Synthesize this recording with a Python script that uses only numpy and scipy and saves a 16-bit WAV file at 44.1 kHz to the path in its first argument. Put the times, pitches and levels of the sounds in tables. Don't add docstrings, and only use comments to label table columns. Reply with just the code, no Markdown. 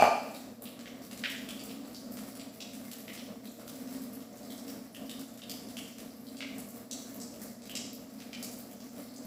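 import sys
import numpy as np
from scipy import signal
from scipy.fft import rfft, irfft
from scipy.io import wavfile
from scipy.ndimage import uniform_filter1d, map_coordinates

SR = 44100
rng = np.random.default_rng(int(sys.argv[2]) if len(sys.argv) > 2 else 0)


def materialize(psi):
    bounded = np.clip(np.atleast_2d(psi).T, -1, 1)
    quanta = np.round(bounded * 32767).astype(np.int16)
    wavfile.write(sys.argv[1], SR, quanta)


N = 408366
T = np.arange(N) / SR


def undb(db):
    return 10 ** (np.asarray(db) / 20)


def level(x, db):
    return x * undb(db) / np.std(x)


def unit(x):
    return x / np.sqrt(np.sum(x ** 2))


def add(out, s, x):
    i = max(int(s * SR), 0)
    out[i:i + len(x)] += x[:N - i]


def on_log(hz, points):
    f, value = np.transpose(points)
    return np.interp(np.log(np.maximum(hz, 1)), np.log(f), value)


def colour(x, points, size=2048):
    gain = undb(on_log(np.fft.rfftfreq(2 * size, 1 / SR), points))
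    cepstrum = irfft(np.log(gain))
    cepstrum[1:size] *= 2
    cepstrum[size:] = 0
    response = irfft(np.exp(rfft(cepstrum)))[:size]
    return signal.fftconvolve(x, response)[:len(x)]


def resonate(x, hz, width):
    w = 2 * np.pi * min(hz, .45 * SR) / SR
    a = np.sin(w) * width / hz / 2
    return signal.lfilter([a, 0, -a], [1 + a, -2 * np.cos(w), 1 - a], x + 1e-18)


def ring(x, modes):
    return sum(undb(db) * resonate(x, hz, width) for hz, width, db in modes)


def impacts(per_s, spread_db):
    hit = rng.random(N) < per_s / SR
    return hit * rng.choice([-1, 1], N) * undb(spread_db * np.minimum(rng.exponential(size=N), 5))


def walk(per_s):
    return level(np.interp(T * per_s, np.arange(N), rng.standard_normal(N)), 0)


def scatter(spread_s, size=4096, count=60):
    bins = np.arange(size // 2 + 1)
    delay = spread_s * np.interp(bins, np.linspace(0, bins[-1], count), rng.gamma(2, .5, count))
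    return irfft(np.exp(-2j * np.pi * np.cumsum(delay) * SR / size))


# (frequency [Hz], time to fall 60 dB [s])
KITCHEN_DECAY = [(150, 0.31), (800, 0.68), (2600, 0.71), (7000, 0.78), (15000, 0.38)]
def room(x, echoes, scatter_s, tail_db, build_s):
    t = T[:SR]
    noise, hz = rfft(rng.standard_normal(SR)), np.fft.rfftfreq(SR, 1 / SR)
    edges = np.append(0, np.geomspace(200, SR / 2, 10))
    tail = np.zeros(SR)
    for low, high in zip(edges, edges[1:]):
        t60 = on_log((low + high) / 2, KITCHEN_DECAY)
        tail += irfft(noise * ((hz >= low) & (hz < high)), SR) * undb(-60 * t / t60)
    response = undb(tail_db) * unit(tail * (1 - np.exp(-t / build_s)))
    response[0] += 1
    for delay, db in echoes:
        add(response, delay, undb(db) * scatter(scatter_s))
    return signal.fftconvolve(x, unit(response))[:N]


def motor_hum(hz=116.4):
    drift = 1.18 * np.cumsum(rng.standard_normal(N)) / np.sqrt(SR)
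    phase = 2 * np.pi * hz * T + drift
    return level(np.sin(phase), -67) + level(np.sin(2 * phase), -55.5)


# (time [s], level [dB], mode tilt [dB/decade])
KNOCK_PULSES = [(-0.005, 13, 12.5), (0.0237, 10, -10.5), (0.0405, 2.5, 31), (0.0522, 2, 19),
                (0.089, -8, 32)]
# (frequency [Hz], width [Hz], level [dB])
OBJECT_MODES = [(600, 28, 0), (682, 67, 17.5), (785, 24, 11), (890, 14, 7), (1076, 19, 11), (1193, 11, 20),
                (1270, 2.2, 14), (2020, 39, -15), (2354, 45, 8), (2380, 41, 5), (2520, 33, 6),
                (2655, 23, 1), (2890, 20, -23), (4210, 72, -9), (4425, 70, -7), (4580, 79, -12),
                (4795, 43, -11.5), (4820, 38, -15), (6140, 80, -13.5)]
# (frequency [Hz], level [dB])
CRACK_EQ = [(30, -38), (70, -13), (130, -5), (230, -2), (450, 1), (680, 11.5), (850, 11), (1030, -1),
            (1350, -6.5), (1900, -11), (3200, -20), (6000, -55), (9000, -27), (15000, -38)]
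# (delay [s], level [dB])
CABINET_TAPS = [(0.0048, -4), (0.017, -4), (0.0285, -7.5)]
def counter_knock(size=32768):
    out, blow = np.zeros(N), signal.unit_impulse(size)
    lead = SR // 10
    thud = undb(-26.5) * unit(resonate(blow, hz=250, width=32))
    for s, db, tilt in KNOCK_PULSES:
        modes = [(hz, width, mode_db + tilt * np.log10(hz / OBJECT_MODES[0][0]))
                 for hz, width, mode_db in OBJECT_MODES]
        body = undb(-6.5) * unit(ring(blow, modes))
        crack = undb(-4 - tilt / 2) * unit(colour(blow, CRACK_EQ))
        add(out, s + lead / SR, undb(db) * (body + thud + crack))
    heard = room(out, CABINET_TAPS, scatter_s=0.0001, tail_db=2.5, build_s=0.0019)
    return np.pad(heard[lead:], (0, lead))


# (time [s], level [dB])
JET_STRENGTH = [(0.45, -44.5), (0.52, -44), (0.57, -59), (0.62, -43.5), (0.87, -48), (1.26, -43.5),
                (1.92, -43.5), (1.94, -52), (2.29, -41.5), (2.31, -54), (2.44, -48.5), (3.34, -45.5),
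                (3.39, -54), (3.46, -43.5), (3.56, -58), (3.59, -48), (4.2, -43), (4.27, -53),
                (4.52, -44.5), (4.56, -48.5), (4.74, -41.5), (4.96, -53.5), (4.98, -44), (5.18, -47),
                (5.23, -38), (5.25, -48.5), (5.47, -52.5), (5.5, -43.5), (5.89, -46.5), (5.94, -61),
                (6.04, -43.5), (6.18, -52.5), (6.6, -41.5), (6.72, -52), (6.77, -44.5), (6.87, -56.5),
                (6.92, -44), (7.07, -47.5), (7.24, -43), (7.51, -45), (7.56, -54.5), (7.75, -41.5),
                (8.17, -51.5), (8.44, -45.5), (8.93, -49), (9.0, -40), (9.1, -52), (9.25, -45.5)]
def jet_swell(flutter_db=1.77):
    jet_db = np.interp(T, *np.transpose(JET_STRENGTH)) + flutter_db * walk(per_s=20)
    return jet_db - jet_db.mean()


# (frequency [Hz], width [Hz], level [dB])
TUB_BODY = [(209.4, 3.9, 3), (218.4, 2.8, 0.5), (244.3, 5.4, 5.5), (267, 4, 7), (459.6, 9, -7),
            (573, 5.4, -9), (658, 5.1, -10.5), (705.4, 7.5, -11), (1117, 15, -22.5)]
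# (frequency [Hz], level [dB])
CHURN_EQ = [(25, -42), (40, -19), (55, 3), (95, -3), (160, 1), (310, -23), (380, 5), (650, 10.5),
            (900, -17.5), (1200, -4), (2200, -40), (4000, -20)]
def drumming(drum_db, slosh_s=0.002003):
    walls = level(ring(impacts(per_s=900, spread_db=1), TUB_BODY), 0.021)
    swayed_time = T + slosh_s * walk(per_s=4)
    walls = map_coordinates(walls, [swayed_time * SR], order=1, mode="mirror")
    churn = colour(impacts(per_s=1800, spread_db=2.5), CHURN_EQ)
    churn = room(churn, [], scatter_s=.001, tail_db=-8, build_s=0.00085)
    return (walls + level(churn, -9.5)) * undb(drum_db)


def fizz(per_s=14, low_hz=4260, high_hz=14800, count=200):
    out = np.zeros(N)
    times = np.cumsum(rng.gamma(2, .5, count)) / per_s
    for s, strength, fineness in zip(times, rng.standard_normal(count), rng.random(count)):
        hz = low_hz * (high_hz / low_hz) ** fineness
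        width = 0.38 * hz
        crackle = scatter(spread_s=0.0049, count=240)
        puff = resonate(resonate(crackle, hz, width), hz, width)
        if s < T[-1]:
            add(out, s, undb(-30 + 0.5 * strength) * unit(puff))
    return out


# (frequency [Hz], level [dB])
SPRAY_EQ = [(500, -15), (1200, -3), (2200, -1), (3000, -8), (4800, -1.5), (7000, -3), (10000, 0),
            (15500, 0.5)]
def spray(spray_db, spurt_s=0.012):
    kicks = np.abs(impacts(per_s=26, spread_db=1.5))
    spurts = signal.lfilter([1], [1, -np.exp(-1 / (SR * spurt_s))], kicks)
    drops = impacts(per_s=2600, spread_db=3.5) * (1 + 1.5 * spurts)
    return level(colour(drops, SPRAY_EQ), 0) * undb(spray_db)


# (start [s], end [s])
SPRAY_LULLS = [(0.44, 0.64), (0.71, 0.78), (0.9, 0.97), (1.75, 1.84), (2.02, 2.11), (2.44, 2.53),
               (3.28, 3.36), (3.49, 3), (4.27, 4.3), (4.87, 4.9), (5.87, 5.8), (6.1, 5.2), (6.29, 6),
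               (6.8, 6.9), (7.53, 8.1), (8.02, 4.93), (8.85, 8.6)]
def sputter(duck_db=-8.5):
    smooth = sum((T > start) * (T < end) for start, end in SPRAY_LULLS)
    return undb(duck_db * uniform_filter1d(smooth.astype(float), SR // 100))


def bubble_band(x, low_hz, high_hz):
    hz = np.geomspace(300, SR / 2, 56)
    octaves_below = np.maximum(np.log2(low_hz / hz), 0)
    octaves_above = np.maximum(np.log2(hz / high_hz), 0)
    bumps_db = 0.95 * rng.standard_normal(len(hz))
    db = bumps_db - 22.5 * octaves_below - 17.5 * octaves_above
    return unit(colour(x, np.column_stack([hz, db])))


def splat(low_hz, high_hz, lag_s_per_oct=0.000501, size=4096):
    hz = np.fft.rfftfreq(size, 1 / SR)
    start_hz = .7 * low_hz
    delay = lag_s_per_oct * np.log2(np.clip(hz, start_hz, high_hz) / start_hz)
    rise = np.exp(-2j * np.pi * np.cumsum(delay) * SR / size)
    crackle = scatter(spread_s=.0025, count=120)
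    return bubble_band(irfft(rfft(crackle) * rise), low_hz, high_hz)


def bloop(hz, decay_cycles=1.2, glide_ratio=1.123, size=4096):
    age = T[:size] * hz / decay_cycles
    pitch = hz * glide_ratio ** (np.minimum(age, 4) - 1.5)
    note = age * np.exp(-age) * np.sin(2 * np.pi * np.cumsum(pitch) / SR)
    return unit(signal.fftconvolve(note, scatter(spread_s=0.00119))[:size])


def bursts(pockets, splat_trim_db=-0.5, bloop_trim_db=-1.26, bloop_lag_s=.001):
    out = np.zeros(N)
    for s, splat_db, low_hz, high_hz, bloop_db, bloop_hz in pockets:
        add(out, s, undb(splat_db + splat_trim_db) * splat(low_hz, high_hz))
        add(out, s + bloop_lag_s, undb(bloop_db + bloop_trim_db) * bloop(bloop_hz))
    return out


# (time [s], splat level [dB], low edge [Hz], high edge [Hz], bloop level [dB], bloop pitch [Hz])
AIR_POCKETS = [(0.3449, -19.5, 1200, 11200, -21, 3780), (0.6202, -12.5, 9790.0, 14460.0, -30.5, 3680.0),
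               (0.6534, -17.5, 2600, 3940, -32, 1150), (0.789, -20, 1170, 7210.0, -32, 14020.0),
               (0.8555, -19.3, 2770, 3330.0, -19.5, 1890), (1.019, -29, 4080, 8800, -26, 5300),
               (1.1103, -16, 1170, 11080.0, -19, 3540.0), (1.173, -16.3, 3660, 11470.0, -26, 2260),
               (1.2359, -0.7, 1630, 3040, -14, 1920), (1.2981, -13, 2570, 12000, -13.5, 2870),
               (1.3616, -27.8, 2670.0, 7340.0, -22, 6300), (1.4865, -12.5, 1210, 10500, -14.5, 3080),
               (1.5924, -17.5, 2540, 7910.0, -20, 4330), (1.6355, -14.5, 7340.0, 14930.0, -30, 1170),
               (1.6937, -21, 2570, 3090.0, -24, 4700), (1.855, -27, 1170, 13150.0, -33, 7600.0),
               (1.9453, -15.6, 4520.0, 5000, -34, 12780.0), (2.1195, -21, 4900, 14500, -17, 14000),
               (2.1681, -16, 1660.0, 10160.0, -24.5, 1200), (2.3507, -19.5, 1200, 13850.0, -20, 9560.0),
               (2.3942, -18, 2340, 5000, -21.5, 7180.0), (2.6026, -12, 2550, 5640, -18, 3080),
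               (2.7324, -19.5, 1580.0, 12900.0, -23, 8770.0), (2.9127, -12.1, 2740, 13390.0, -29, 1667),
               (2.9836, -27.5, 1145, 3510.0, -18, 11920.0), (3.0784, -15.5, 2280, 2920, -16.7, 2200),
               (3.1312, -16.5, 2880.0, 11510.0, -29, 1210), (3.1748, -18, 2330, 3780, -20, 4810.0),
               (3.4531, -22.5, 1560.0, 12710.0, -22.5, 4000), (3.594, -23.5, 1420, 12420.0, -28, 1270),
               (3.6765, -14.5, 3130, 13670.0, -26.5, 1270), (3.7349, -23.8, 3030, 14340.0, -33, 1380.0),
               (3.8726, -24, 1180.0, 12300.0, -25, 5570.0), (3.9473, -22, 3060, 10140.0, -37, 1110),
               (4.0172, -21.5, 3650.0, 15500, -21, 12550.0), (4.1327, -25, 1340, 15500, -18, 11900),
               (4.2039, -25.1, 2850.0, 7390.0, -30, 1180), (4.3705, -26, 1190, 14260.0, -26, 6750),
               (4.4297, -24.1, 4360.0, 7790.0, -30, 5450.0), (4.5019, -17.5, 1210, 12710.0, -19, 3600),
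               (4.5778, -20, 4790.0, 8250.0, -32, 12110.0), (4.6784, -17.5, 1670, 14750.0, -22, 5140),
               (4.9458, -19, 1200, 11840.0, -18.7, 2810.0), (5.0932, -14, 2180, 11000, -14.5, 3570),
               (5.1916, -16.5, 4140.0, 12940.0, -28, 1250), (5.3725, -21, 1420, 13530, -35, 1200.0),
               (5.4173, -22.5, 2300, 5370.0, -18.5, 3190.0), (5.494, -10, 2420, 12960.0, -11.2, 5150),
               (5.685, -20.5, 3320, 10810.0, -44, 1340), (5.7672, -12.5, 1880, 10300, -11.5, 2860),
               (5.9815, -16.8, 1680, 12660.0, -35, 1150.0), (6.2667, -24.7, 3120.0, 15500, -25, 4200.0),
               (6.3674, -19, 2690, 8900.0, -25.2, 3930.0), (6.4043, -11, 2020, 3870, -8, 2430),
               (6.4132, -24, 2270, 3100, -28, 2400), (6.581, -16.5, 7200, 11500, -17, 10500),
               (6.6858, -19, 6330.0, 14930.0, -27, 12940.0), (6.7584, -46, 1261, 14640.0, -22, 12860.0),
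               (6.9101, -8, 3620, 8000, -11, 5370), (7.0516, -27, 2180.0, 14930.0, -33, 1540.0),
               (7.1431, -28, 1980.0, 15600, -17, 12200), (7.2, -17, 5200, 7960, -26, 7400),
               (7.2132, -14, 5530, 7000, -19, 7400), (7.3402, -24, 5370.0, 15500, -31.2, 2920.0),
               (7.4152, -13.5, 5200, 14680.0, -27, 1810), (7.6183, -23, 3780.0, 7760, -32, 2240.0),
               (7.6532, -20.5, 1170, 13160.0, -23, 4790), (7.6939, -15.5, 1750, 15500, -13, 2700),
               (7.7515, -4, 2770, 7300, -11, 4000.0), (7.9299, -17, 12050.0, 12570.0, -24, 5110.0),
               (8.2007, -19, 1630, 6310.0, -29, 11780.0), (8.3291, -14, 2150, 5540, -14.5, 2620),
               (8.4258, -7.5, 4730.0, 11200, -26, 2490), (8.512, -18.5, 7910.0, 15500, -31, 7950.0),
               (8.5858, -21, 8840.0, 15500, -16, 14240.0), (8.7112, -21, 6200, 14810, -31, 2930),
               (8.8023, -26, 2990.0, 6280.0, -25, 5530), (8.9619, -25.5, 1660.0, 11710.0, -32, 1210),
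               (9.1614, -23, 4650, 8100, -22, 6320)]
# (delay [s], level [dB])
TUB_TAPS = [(0.0086, -7.5), (0.0172, -2), (0.0217, -5)]
def splashing(spot_count=4):
    spots = [bursts(AIR_POCKETS[k::spot_count]) for k in range(spot_count)]
    return sum(room(spot, TUB_TAPS, scatter_s=0.000703, tail_db=4.5, build_s=0.0038) for spot in spots)


def scene():
    swell_db = jet_swell()
    mist = sputter() * (fizz() + spray(spray_db=-56 + 0.61 * swell_db))
    splashes = splashing()
    hiss = room(mist, [], scatter_s=.001, tail_db=2.5, build_s=0.0033)
    drum = drumming(drum_db=-47 + 0.55 * swell_db)
    return (splashes + hiss + drum + counter_knock() + motor_hum())[None]


# (frequency [Hz], level [dB])
PORT_EQ = [(5600, 0), (6700, -2.5), (7800, 2.5), (8700, -4.5), (10000, -1), (11000, -2.5), (12200, 1),
           (13100, -2.5), (13800, -0.5), (15400, 1.5)]
def record(dry, top_hz=15550):
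    low_pass = signal.ellip(12, .2, 70, top_hz, fs=SR, output="sos")
    return signal.sosfilt(low_pass, colour(dry[0], PORT_EQ))[None]


dry = scene()
out = record(dry)
materialize(out)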